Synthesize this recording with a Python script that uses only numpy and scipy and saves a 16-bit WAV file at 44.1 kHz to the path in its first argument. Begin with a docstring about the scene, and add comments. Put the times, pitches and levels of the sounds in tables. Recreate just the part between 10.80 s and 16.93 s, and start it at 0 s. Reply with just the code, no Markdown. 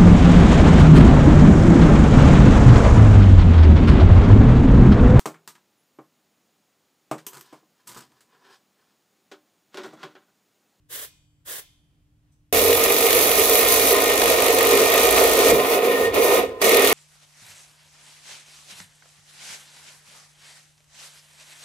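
"""In a quiet workshop, two short puffs of cutting oil from a spray can land on steel trunking: jets of
shaped noise that set sharp resonances ringing. An impact driver then turns a hole saw in the sheet:
random tooth catches excite the wall modes, scrape and chips are dense coloured clicks, and the hammer
strikes some forty to fifty times a second in two runs, each blow a burst of band noise."""
import sys
import numpy as np
from scipy import signal
from scipy.fft import rfft, irfft, next_fast_len
from scipy.io import wavfile

SR = 44100
rng = np.random.default_rng(int(sys.argv[2]) if len(sys.argv) > 2 else 0)


def store_wav(level_fs):
    """Save 16-bit WAV to argv[1]."""
    pcm = np.round(np.clip(np.atleast_2d(level_fs), -1, 1) * 32767)
    wavfile.write(sys.argv[1], SR, pcm.T.astype(np.int16))


def invert_db(level):
    """Linear amplitude ratio for a level in decibels (20 dB per decade), elementwise."""
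    return 10 ** (np.asarray(level, dtype=float) / 20)


N = 270333

# Stereo balance of most sources. Each row: frequency in Hz, left minus right in dB.
PAN = [(60, 3), (130, -4), (290, 1.5), (640, -5), (1410, 0), (3100, -2), (6820, 1), (15000, -8.5)]
# Two wall modes heard as tones. Each row: frequency in Hz, wavers a second.
SINGING_MODES = [(1030, 6), (1842, 14)]
EVEN_PAN = [(20, 0), (SR, 0)]


def rms_one(x):
    """Normalisation: scale to a root mean square of 1."""
    return x / np.sqrt(np.mean(x ** 2) + 1e-20)


def in_time(rows):
    """Linear interpolation: columns of a table against time, one value a sample."""
    s, *columns = np.transpose(rows)
    return [np.interp(np.arange(N) / SR, s, c) for c in columns]


def at_hz(points, hz):
    """Spectral interpolation along a logarithmic frequency axis."""
    hz_points, values = np.transpose(points)
    return np.interp(np.log(hz + 1), np.log(hz_points + 1), values)


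def drift(rate):
    """Slow random modulation: low-passed noise of spread 1, drawn once in 40 samples."""
    r = np.exp(-80 * np.pi * rate / SR)
    noise = rng.standard_normal(N // 40 + 2002)
    slow = signal.lfilter([1], [1, -2 * r, r * r], noise)[2000:]
    return np.interp(np.arange(N) / 40, np.arange(len(slow)), rms_one(slow))


def resonate(x, hz, width_hz):
    """Damped resonance: two poles, gain 1 at the peak, narrower modes ringing longer."""
    r = np.exp(-np.pi * width_hz / SR)
    poles = [1, -2 * r * np.cos(2 * np.pi * hz / SR), r * r]
    return signal.lfilter([(1 - r * r) / 2, 0, (r * r - 1) / 2], poles, x)


def ring_modes(drive, modes):
    """Modal superposition: one force drives every mode, with alternating sign."""
    return sum(invert_db(db) * (-1) ** k * resonate(drive, hz, width_hz)
               for k, (hz, width_hz, db) in enumerate(modes))


def grains(per_s, spread_db):
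    """Shot noise: clicks at random instants with uneven sizes, rms 1."""
    sizes = invert_db(spread_db * np.minimum(rng.exponential(1, N), 5)) * rng.choice([-1, 1], N)
    return rms_one(sizes * (rng.random(N) < per_s / SR) + 1e-9)


def spread(shared, apart, spectrum, pan):
    """Partial coherence: colour a source, place it, and share part of it between left and right."""
    # Each row: frequency in Hz, likeness of left and right (below 0 is taken as 0).
    likeness = [(60, 0.89), (130, 0.77), (290, 0.99), (640, 0.88), (1410, -0.15), (3100, 0.61),
                (6820, -0.01), (15000, -0.02)]
    left_lead_s = 4.5e-05
    size = next_fast_len(N)
    hz = np.arange(size // 2 + 1) * SR / size
    alike = np.clip(at_hz(likeness, hz), 0, 1)
    common = np.sqrt(1 + alike) * rfft(shared, size)
    opposed = np.sqrt(1 - alike) * rfft(apart, size) * [[1], [-1]]
    gain = invert_db(at_hz(spectrum, hz) + at_hz(pan, hz) * [[.5], [-.5]])
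    lead = np.exp(2j * np.pi * hz * left_lead_s * [[1], [0]])
    return rms_one(irfft((common + opposed) * gain * lead, size)[:, :N])


def spread_noise(spectrum, pan):
    """Broadband noise: two independent draws coloured and placed in stereo, rms 1."""
    return spread(*rng.standard_normal((2, N)), spectrum, pan)


def workshop():
    """Background noise: a low rumble and faint hiss of random noise, with a few wavering sinusoids."""
    # Rumble. Each row: frequency in Hz, relative density in dB per Hz.
    room_tone = [(12, -30), (20, -7), (50, -8), (153, -8), (185, -18.5), (300, -22.5), (420, -31),
                 (900, -35), (3200, -37.5), (5100, -45), (15600, -56)]
    # Far machinery. Each row: frequency in Hz, mean level in dB.
    hum = [(70.0, -75), (107.7, -72), (150.7, -72), (296.1, -77)]
    rumble = invert_db(-65.5 + 1.2 * drift(2.8)) * spread_noise(room_tone, EVEN_PAN)
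    hiss = invert_db(-84) * spread_noise([(2500, -30), (5000, 0), (11000, -1), (16000, -5)], EVEN_PAN)
    s = np.arange(N) / SR
    hums = sum(np.sqrt(2) * invert_db(db + 1.3 * drift(7)) * np.sin(2 * np.pi * hz * s) for hz, db in hum)
    return rumble + hiss + hums


def jet_level_db():
    """Valve envelope: each puff rises fast, sags, and drops steeply when the valve shuts."""
    # Each row: valve opens in seconds, valve shuts in seconds, jet level before rise and sag in dB.
    puffs = [(0.083, 0.251, -31), (0.643, 0.796, -30.5)]
    rise_s, sag_db_per_s, stop_db_per_s, floor_db = .013, 31, 470, -110
    level = np.full(N, float(floor_db))
    for opens, shuts, db in puffs:
        since = np.arange(N) / SR - opens
        rise = -60 * np.exp(-np.abs(since) / rise_s)
        stop = stop_db_per_s * np.maximum(since + opens - shuts, 0)
        puff = db + rise - sag_db_per_s * since - stop
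        level = np.maximum(level, np.where(since > 0, puff, floor_db))
    return level


def spray():
    """Jet turbulence: smooth bright noise excites thin steel resonances and a short dull room tail."""
    # Each row: frequency in Hz, relative density in dB per Hz.
    jet_spectrum = [(150, -42), (250, -17), (353, -9), (508, -3), (931, -13), (1030, -5.5), (1340, -7.5),
                    (1680, 0.5), (2490, -12), (3350, -3), (4490, -9), (9130, -4), (11800, -2),
                    (13400, -4.5), (15600, -4)]
    # Each row: frequency in Hz, left minus right in dB.
    jet_pan = [(60, -1.5), (240, -7), (950, 2.5), (3770, -0.5), (15000, -2.5)]
    # Thin steel. Each row: frequency in Hz, relative level in dB, 60 dB decay in seconds before the cap.
    steel_ring = [(1028, -10, 0.66), (2100, -1, 0.39), (2460, 3, 0.64), (3095, -5, 1.8), (3316, -0.5, 0.85),
                  (3542, -7, 0.93), (3600, -5, 0.59), (4624, -8, 1.2), (5216, -14, 5.0), (5819, -6, 0.46),
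                  (6062, -10, 0.8), (6702, -13, 0.91), (7660, -10, 5.0), (7946, -9, 0.33), (8533, -8, 0.34),
                  (8678, -23, 1.1), (9292, -18, 0.79), (9900, -16, 2.1), (10910, -19, 1.2),
                  (11080, -16, 0.68), (11250, -10, 0.28), (11770, -12, 0.46)]
    ring_db, decay_most_s, tail_db, tail_t60_s = 8, 1.3, -19, .5
    jet_db = jet_level_db()
    jet = invert_db(jet_db + 1.3 * drift(30)) * spread_noise(jet_spectrum, jet_pan)
    ring = 0
    for hz, db, t60 in steel_ring:
        width_hz = np.log(1000) / (np.pi * min(t60, decay_most_s))
        ring = ring + invert_db(db) * resonate(jet, hz, width_hz)
    # the jet energy feeds the tail and leaks away exponentially
    keep = invert_db(-120 / (tail_t60_s * SR))
    energy = signal.lfilter([1 - keep], [1, -keep], invert_db(2 * jet_db))
    tail_spectrum = [(300, -8), (1200, -8), (3500, 1), (8000, -5), (16000, -16)]
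    tail = np.sqrt(energy) * spread_noise(tail_spectrum, jet_pan)
    return jet + invert_db(ring_db) * ring + invert_db(tail_db) * tail


def decaying_swell(s, db, t60, rise_s):
    """Exponential decay: a linear onset, then a fall of 60 dB in each t60."""
    since = np.arange(N) / SR - s
    return invert_db(db - 60 * np.maximum(since, 0) / t60) * np.clip(since / rise_s, 0, 1)


def tick():
    """Resonant noise: a faint bright rustle before the cut, with two broad spectral peaks."""
    # One row: start in seconds, level in dB, 60 dB decay in seconds.
    rustle = (1.512, -70, .3)
    white = rng.standard_normal((2, N))
    bright = resonate(white, 6100, 600) + resonate(white, 8000, 500) + .15 * white
    return decaying_swell(*rustle, .015) * rms_one(bright)


def level_db(layer):
    """Contact excitation: stage level plus a share of feed pressure, fading with the teeth off the steel."""
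    # Each key: a layer; its values: share of the pressure swing, fade in dB per second off the steel,
    # level in dB in each of the four stages.
    layers = { "wide": (0.22, 124, [-23, -22, -19, -20]), "side": (0.69, 177, [-28.5, -26.5, -26.5, -27]),
              "scrape": (0.62, 190, [-25, -23, -26, -21.5]), "chips": (1.05, 260, [-23, -24.5, -31.5, -25]),
              "cup": (0.96, 410, [-23, -31, -32, -30]), "upper": (0.56, 200, [-29, -29.5, -32, -25.5]),
              "low tone": (0.3, 50, [-44.5, -42, -42.5, -44]),
              "high tone": (0.3, 103, [-41, -35.5, -42.5, -34.5]),
              "hammer": (0.3, 100, [-20.5, -21.5, -21.5, -19.5]), }
    # Times in seconds at which the layer levels step to a new stage at once.
    stages_s = [3.135, 4.718, 5.815]
    # Feed pressure. Each row: time in seconds, swing in dB before each layer takes its share.
    pressure = [(1.73, 1), (2.0, -2), (2.35, 0), (3.1, 1), (3.2, -2), (3.45, 0), (4.1, 0), (4.27, 1.5),
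                (4.6, .5), (4.71, 2), (4.73, 2), (4.86, -1), (4.94, 4.5), (5.0, -6.5), (5.05, -2.5),
                (5.14, -3), (5.23, -2), (5.39, 1), (5.55, 5.5), (5.6, 0), (5.82, 5), (5.835, -1), (5.85, 2),
                (6.1, -1), (6.13, 1)]
    # Teeth off the steel. Each row: leave in seconds, touch again in seconds.
    lifts = [(5.25, 5.322), (5.594, 5.797)]
    fade_most_s, retouch_s = 0.14, 0.023   # the fade levels off; the teeth bite again
    share, fade_db_per_s, stages_db = layers[layer]
    s, (pressure_db,) = np.arange(N) / SR, in_time(pressure)
    off_s = sum(np.clip(s - leave, 0, fade_most_s) * np.clip(1 - (s - touch) / retouch_s, 0, 1)
                for leave, touch in lifts)
    stage_db = np.array(stages_db)[np.searchsorted(stages_s, s)]
    return stage_db + share * pressure_db - fade_db_per_s * off_s


def walls(modes, effort_db, per_s, spread_db):
    """Modal excitation: tooth catches drive all wall modes at once, and narrow modes ring on."""
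    catches = [invert_db(effort_db) * grains(per_s, spread_db) for part in range(2)]
    rung = [ring_modes(c, modes) for c in catches]
    return spread(*rung, [(20, 0), (SR, 0)], PAN) * np.sqrt(np.mean(invert_db(2 * effort_db)))


def blow_samples():
    """Phase accumulation: a blow falls as the summed rate passes a whole number, a little uneven."""
    # Hammer runs. Each row of a run: time in seconds, blows a second.
    blow_rate = [
        [(1.7476, 42.88), (2.22, 49.15), (2.45, 47.87), (2.95, 54.38), (3.2, 53.07), (3.4, 49.21),
         (3.75, 48.38), (3.9, 48.7), (4.02, 46.46), (4.2, 53.6), (4.35, 53.8), (4.5, 52.82), (4.71, 52.8)],
        [(5.8165, 39.3), (6.127, 38.7)],
    ]
    jitter_s = 0.0005
    s, at = np.arange(N) / SR, []
    for run in blow_rate:
        running = (s >= run[0][0]) * (s <= run[-1][0])
        struck = np.cumsum(in_time(run)[0] * running) / SR
        at.append(np.flatnonzero(np.diff(np.ceil(struck))))
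    at = np.concatenate(at)
    return (at + jitter_s * SR * rng.standard_normal(len(at))).astype(int)


def jolt_db(at):
    """Impulsive loading: each blow drives the teeth deeper, and the extra force dies exponentially."""
    rise_db, fade_s = 5, 0.0056
    clicks = np.zeros(N)
    clicks[at] = rise_db
    return signal.lfilter([1], [1, -np.exp(-1 / (fade_s * SR))], clicks + 1e-18)


def trunking(at, bite):
    """Plate resonance: catches and blows excite the wide walls and the side walls."""
    # Wide walls. Each row: frequency in Hz, width in Hz, relative level in dB.
    wide_modes = [(220, 13, -19), (271.1, 11.2, -11), (335.8, 16, -14.5), (347.8, 12.6, -11),
                  (409.4, 16.3, -1.5), (445.7, 16.5, -0.5), (465.5, 20.6, 1.5), (514, 10.2, -5),
                  (533.7, 9.1, -6)]
    # Side walls. Each row: frequency in Hz, width in Hz, relative level in dB.
    side_modes = [(601.4, 24, -0.5), (659, 26, 0), (687.6, 24, -1), (726.2, 15, 2), (812, 51, -9),
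                  (940, 66, -10), (1057, 26, -6), (1222, 18.4, -1.5), (1258, 32, -5), (1380, 29, -13),
                  (1462, 20, -10)]
    # Wide walls. Each row: time in seconds, rise above their stage level in dB.
    boom = [(1.73, 2), (2.1, 0.5), (2.42, 0.5), (2.9, -2), (3.12, -1.5), (3.16, 2), (3.2, -2), (4.05, 2),
            (4.12, -4), (4.42, 3), (4.63, 0.5), (4.71, 4), (4.8, -3), (4.87, -4.5), (4.99, -3), (5.04, 4),
            (5.14, -2.5), (5.22, 0.5), (5.32, -1.5), (5.345, 6), (5.39, 3.5), (5.45, -3.5), (5.55, 1),
            (5.82, -0.5), (5.85, 5), (5.9, -0.5), (6.13, 1)]
    jolt = jolt_db(at)
    wide_db = level_db("wide") + in_time(boom)[0] + jolt + 0.42 * bite
    side_db = level_db("side") + jolt + 0.57 * bite
    return walls(wide_modes, wide_db, 900, 3.04) + walls(side_modes, side_db, 1500, 2.7)


def swells_db(mode):
    """Amplitude modulation: bell-shaped rises of the singing mode nearest each row."""
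    # Each row: frequency in Hz, time of the peak in seconds, rise in dB.
    swells = [(1030, 2.7, 8), (1030, 2.93, 14.5), (1030, 3.17, 12), (1030, 3.95, 11), (1030, 4.61, 12),
              (1030, 4.83, 11.5), (1030, 5.12, 6), (1030, 5.37, 8), (1030, 5.53, 8), (1030, 5.77, 4),
              (1842, 2.86, 12), (1842, 3.3, 3), (1842, 4.3, 2), (1842, 4.07, 5), (1842, 4.67, 5),
              (1842, 5.12, 12), (1842, 5.26, 16), (1842, 5.5, 9.5), (1842, 6.5, 6), (1842, 6.01, 6.5)]
    width_s = 0.057
    s, modes_hz = np.arange(N) / SR, np.transpose(SINGING_MODES)[0]
    return sum(db * np.exp(-((s - at) / width_s) ** 2)
               for hz, at, db in swells if np.argmin(abs(modes_hz - hz)) == mode)


def singing():
    """Narrow-band vibration: two wall modes swell as wavering tones; higher modes follow the contact."""
    LONG_RING_HZ = 4   # width of the mode that rings longest
    # Higher wall modes. 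Each row: frequency in Hz, width in Hz, relative level in dB.
    upper = [(1890, 22, -5), (2160, 17, -2), (2255, 25, -9), (2400, 20.5, -2), (2545, 21, -7.5),
             (2530, 34, -5), (2868, 28, -9), (3384, 15, -6.5), (3506, LONG_RING_HZ, -8), (3580, 18, -8),
             (3780, 22, -9)]
    s, tones = np.arange(N) / SR, 0
    apart = np.array([[.6], [-.6]])   # phase of left and right in radians
    for k, layer in enumerate(["low tone", "high tone"]):
        hz, wavers = SINGING_MODES[k]
        swell = invert_db(level_db(layer) + swells_db(k) + 2.0 * drift(wavers))
        phase = 2 * np.pi * hz * s + 1.18 * drift(wavers) + apart
        tones = tones + np.sqrt(2) * swell * np.sin(phase)
    return tones + walls(upper, level_db("upper") + 0.73 * drift(25), 1200, 3.0)


def scrape():
    """Frictional shot noise: dense tooth clicks coloured towards the lower middle of the spectrum."""
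    # Each row: frequency in Hz, relative density in dB per Hz.
    scrape_spectrum = [(82, -56), (140, -30.5), (223, -23), (456, -3.5), (571, -11), (674, -8),
                       (882, -16.5), (1240, -8.5), (1600, -26.5), (1810, -14), (2480, -12.5), (3050, -18.5),
                       (3940, -21.5), (5000, -26.5), (6500, -49), (11000, -120)]
    rub = spread(grains(3000, 3.37), grains(3000, 2.5), scrape_spectrum, PAN)
    return invert_db(level_db("scrape") + 1.83 * drift(14.2)) * rub


def chips(bite):
    """Granular noise: denser clicks of bright colour hiss as the teeth bite unevenly."""
    # Each row: frequency in Hz, relative density in dB per Hz.
    chip_spectrum = [(2350, -12), (4000, -1), (5050, -3.5), (6560, -0.5), (7230, -5.5), (7790, -2.5),
                     (8480, -5.5), (9080, -1), (9890, -7.5), (11700, -5), (15600, -11.5)]
    hiss = spread(grains(6000, 3.3), grains(6000, 2.3), chip_spectrum, PAN)
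    return invert_db(level_db("chips") + .9 * bite + 0.7 * drift(12.0)) * hiss


def cup_screech(bite):
    """Friction-driven resonance: chips and teeth rub the saw cup into a bright screech."""
    # Saw cup and arbor. Each row: frequency in Hz, width in Hz, relative level in dB.
    cup = [(10830, 340, 2.5), (11260, 270, -3), (11460, 470, 2.5), (12900, 300, -6), (13100, 300, -7),
           (13600, 430, 0), (14800, 300, 1), (15300, 500, -4)]
    rung = [ring_modes(grains(9000, 2.5), cup) for part in range(2)]
    screech = spread(*rung, [(8500, -20), (10200, 0), (SR, 0)], PAN)
    return invert_db(level_db("cup") + 1.4 * bite + 0.63 * drift(8.6)) * screech


def hammer(at):
    """Impact radiation: each blow is a short noise burst through the saw cup, uneven by band."""
    hiss = spread_noise([(1500, -2.5), (9000, 0.5), (11500, 2.0), (16000, 0.13)], PAN)
    strength_db, out = level_db("hammer"), 0
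    chance = np.clip(rng.standard_normal((len(at), 5)), -2, 2)
    # Each row: low edge in Hz, high edge in Hz, relative level in dB, 60 dB decay in seconds.
    bands = [(1570, 5000, 10.1, 0.033), (4570, 8730, 7.1, 0.023),
             (9400, 12360, 11.8, 0.022), (13480, 13700, 15, 0.026)]
    for k, (low_hz, high_hz, db, t60) in enumerate(bands):
        clicks = np.zeros(N)
        # one chance for the whole blow, one for its band
        clicks[at] = invert_db(strength_db[at] + db + 2.2 * chance[:, 4] + 2.2 * chance[:, k])
        dying = signal.lfilter([1], [1, -invert_db(-60 / (t60 * SR))], clicks + 1e-18)
        band = signal.butter(2, [low_hz, high_hz], "band", fs=SR, output="sos")
        out = out + dying * signal.sosfilt(band, hiss)
    return out


def bench(at):
    """Forced resonance: the bench booms as the blow rate or its double meets a mode, over a dull shake."""
    # Bench shaking. 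Each row: time in seconds, level in dB common to boom and shake.
    shaking = [(1.73, -36.5), (2.15, -49.5), (2.32, -43.5), (2.83, -45.5), (3.11, -41), (3.19, -50),
               (3.37, -43.5), (4.09, -45), (4.33, -41.5), (4.58, -44), (4.74, -37), (4.94, -54),
               (5.14, -53), (5.21, -40), (5.38, -41), (5.48, -49), (5.61, -41), (5.76, -55), (6.13, -45)]
    (bench_db,), clicks = in_time(shaking), np.zeros(N)
    clicks[at] = invert_db(1.5 * rng.standard_normal(len(at)))
    soft = signal.sosfilt(signal.butter(2, 110, fs=SR, output="sos"), clicks + 1e-18)
    boom = rms_one(resonate(soft, 55.0, 4.0) + invert_db(5.5) * resonate(soft, 88.7, 6.6))
    shake = spread_noise([(20, -24), (38, -22), (50, -1.5), (100, 2), (135, -12), (300, -35)], PAN)
    return invert_db(bench_db) * (invert_db(-5.5) * boom + invert_db(-2.5) * shake)


def lurch():
    """Transient decay: the work shifts once on the bench with a low thump of band-limited noise."""
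    # One row: start in seconds, level in dB, 60 dB decay in seconds.
    thump = (4.725, -24.5, 0.32)
    band = signal.butter(2, [75, 300], "band", fs=SR, output="sos")
    return decaying_swell(*thump, 0.0099) * rms_one(signal.sosfilt(band, rng.standard_normal(N)))


def saw():
    """Superposition: walls, scrape, chips, cup, hammer and bench are summed from the start of the cut."""
    start_s = 1.7262
    bite, at = drift(19.4), blow_samples()   # uneven bite shared by several layers
    steel = trunking(at, bite) + singing()
    teeth = scrape() + chips(bite) + cup_screech(bite)
    driver = hammer(at) + bench(at) + lurch()
    return (steel + teeth + driver) * (np.arange(N) >= start_s * SR)


def scene():
    """Superposition of the spray, the rustle and the saw over the room tone."""
    return spray() + tick() + saw() + workshop()


def top_cut(x):
    """Nothing passes above the cut-off."""
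    return signal.sosfilt(signal.butter(12, 17000, fs=SR, output="sos"), x)


def record(dry):
    """Saturation and low-pass filtering: peaks are rounded, then the top is cut steeply at 15750 Hz."""
    rounded = 1.25 * np.tanh(dry / 1.143)
    steep = signal.ellip(12, .3, 70, 15750, fs=SR, output="sos")
    mix = signal.sosfilt(steep, rounded)
    return top_cut(mix)


dry = scene()
out = record(dry)
store_wav(out)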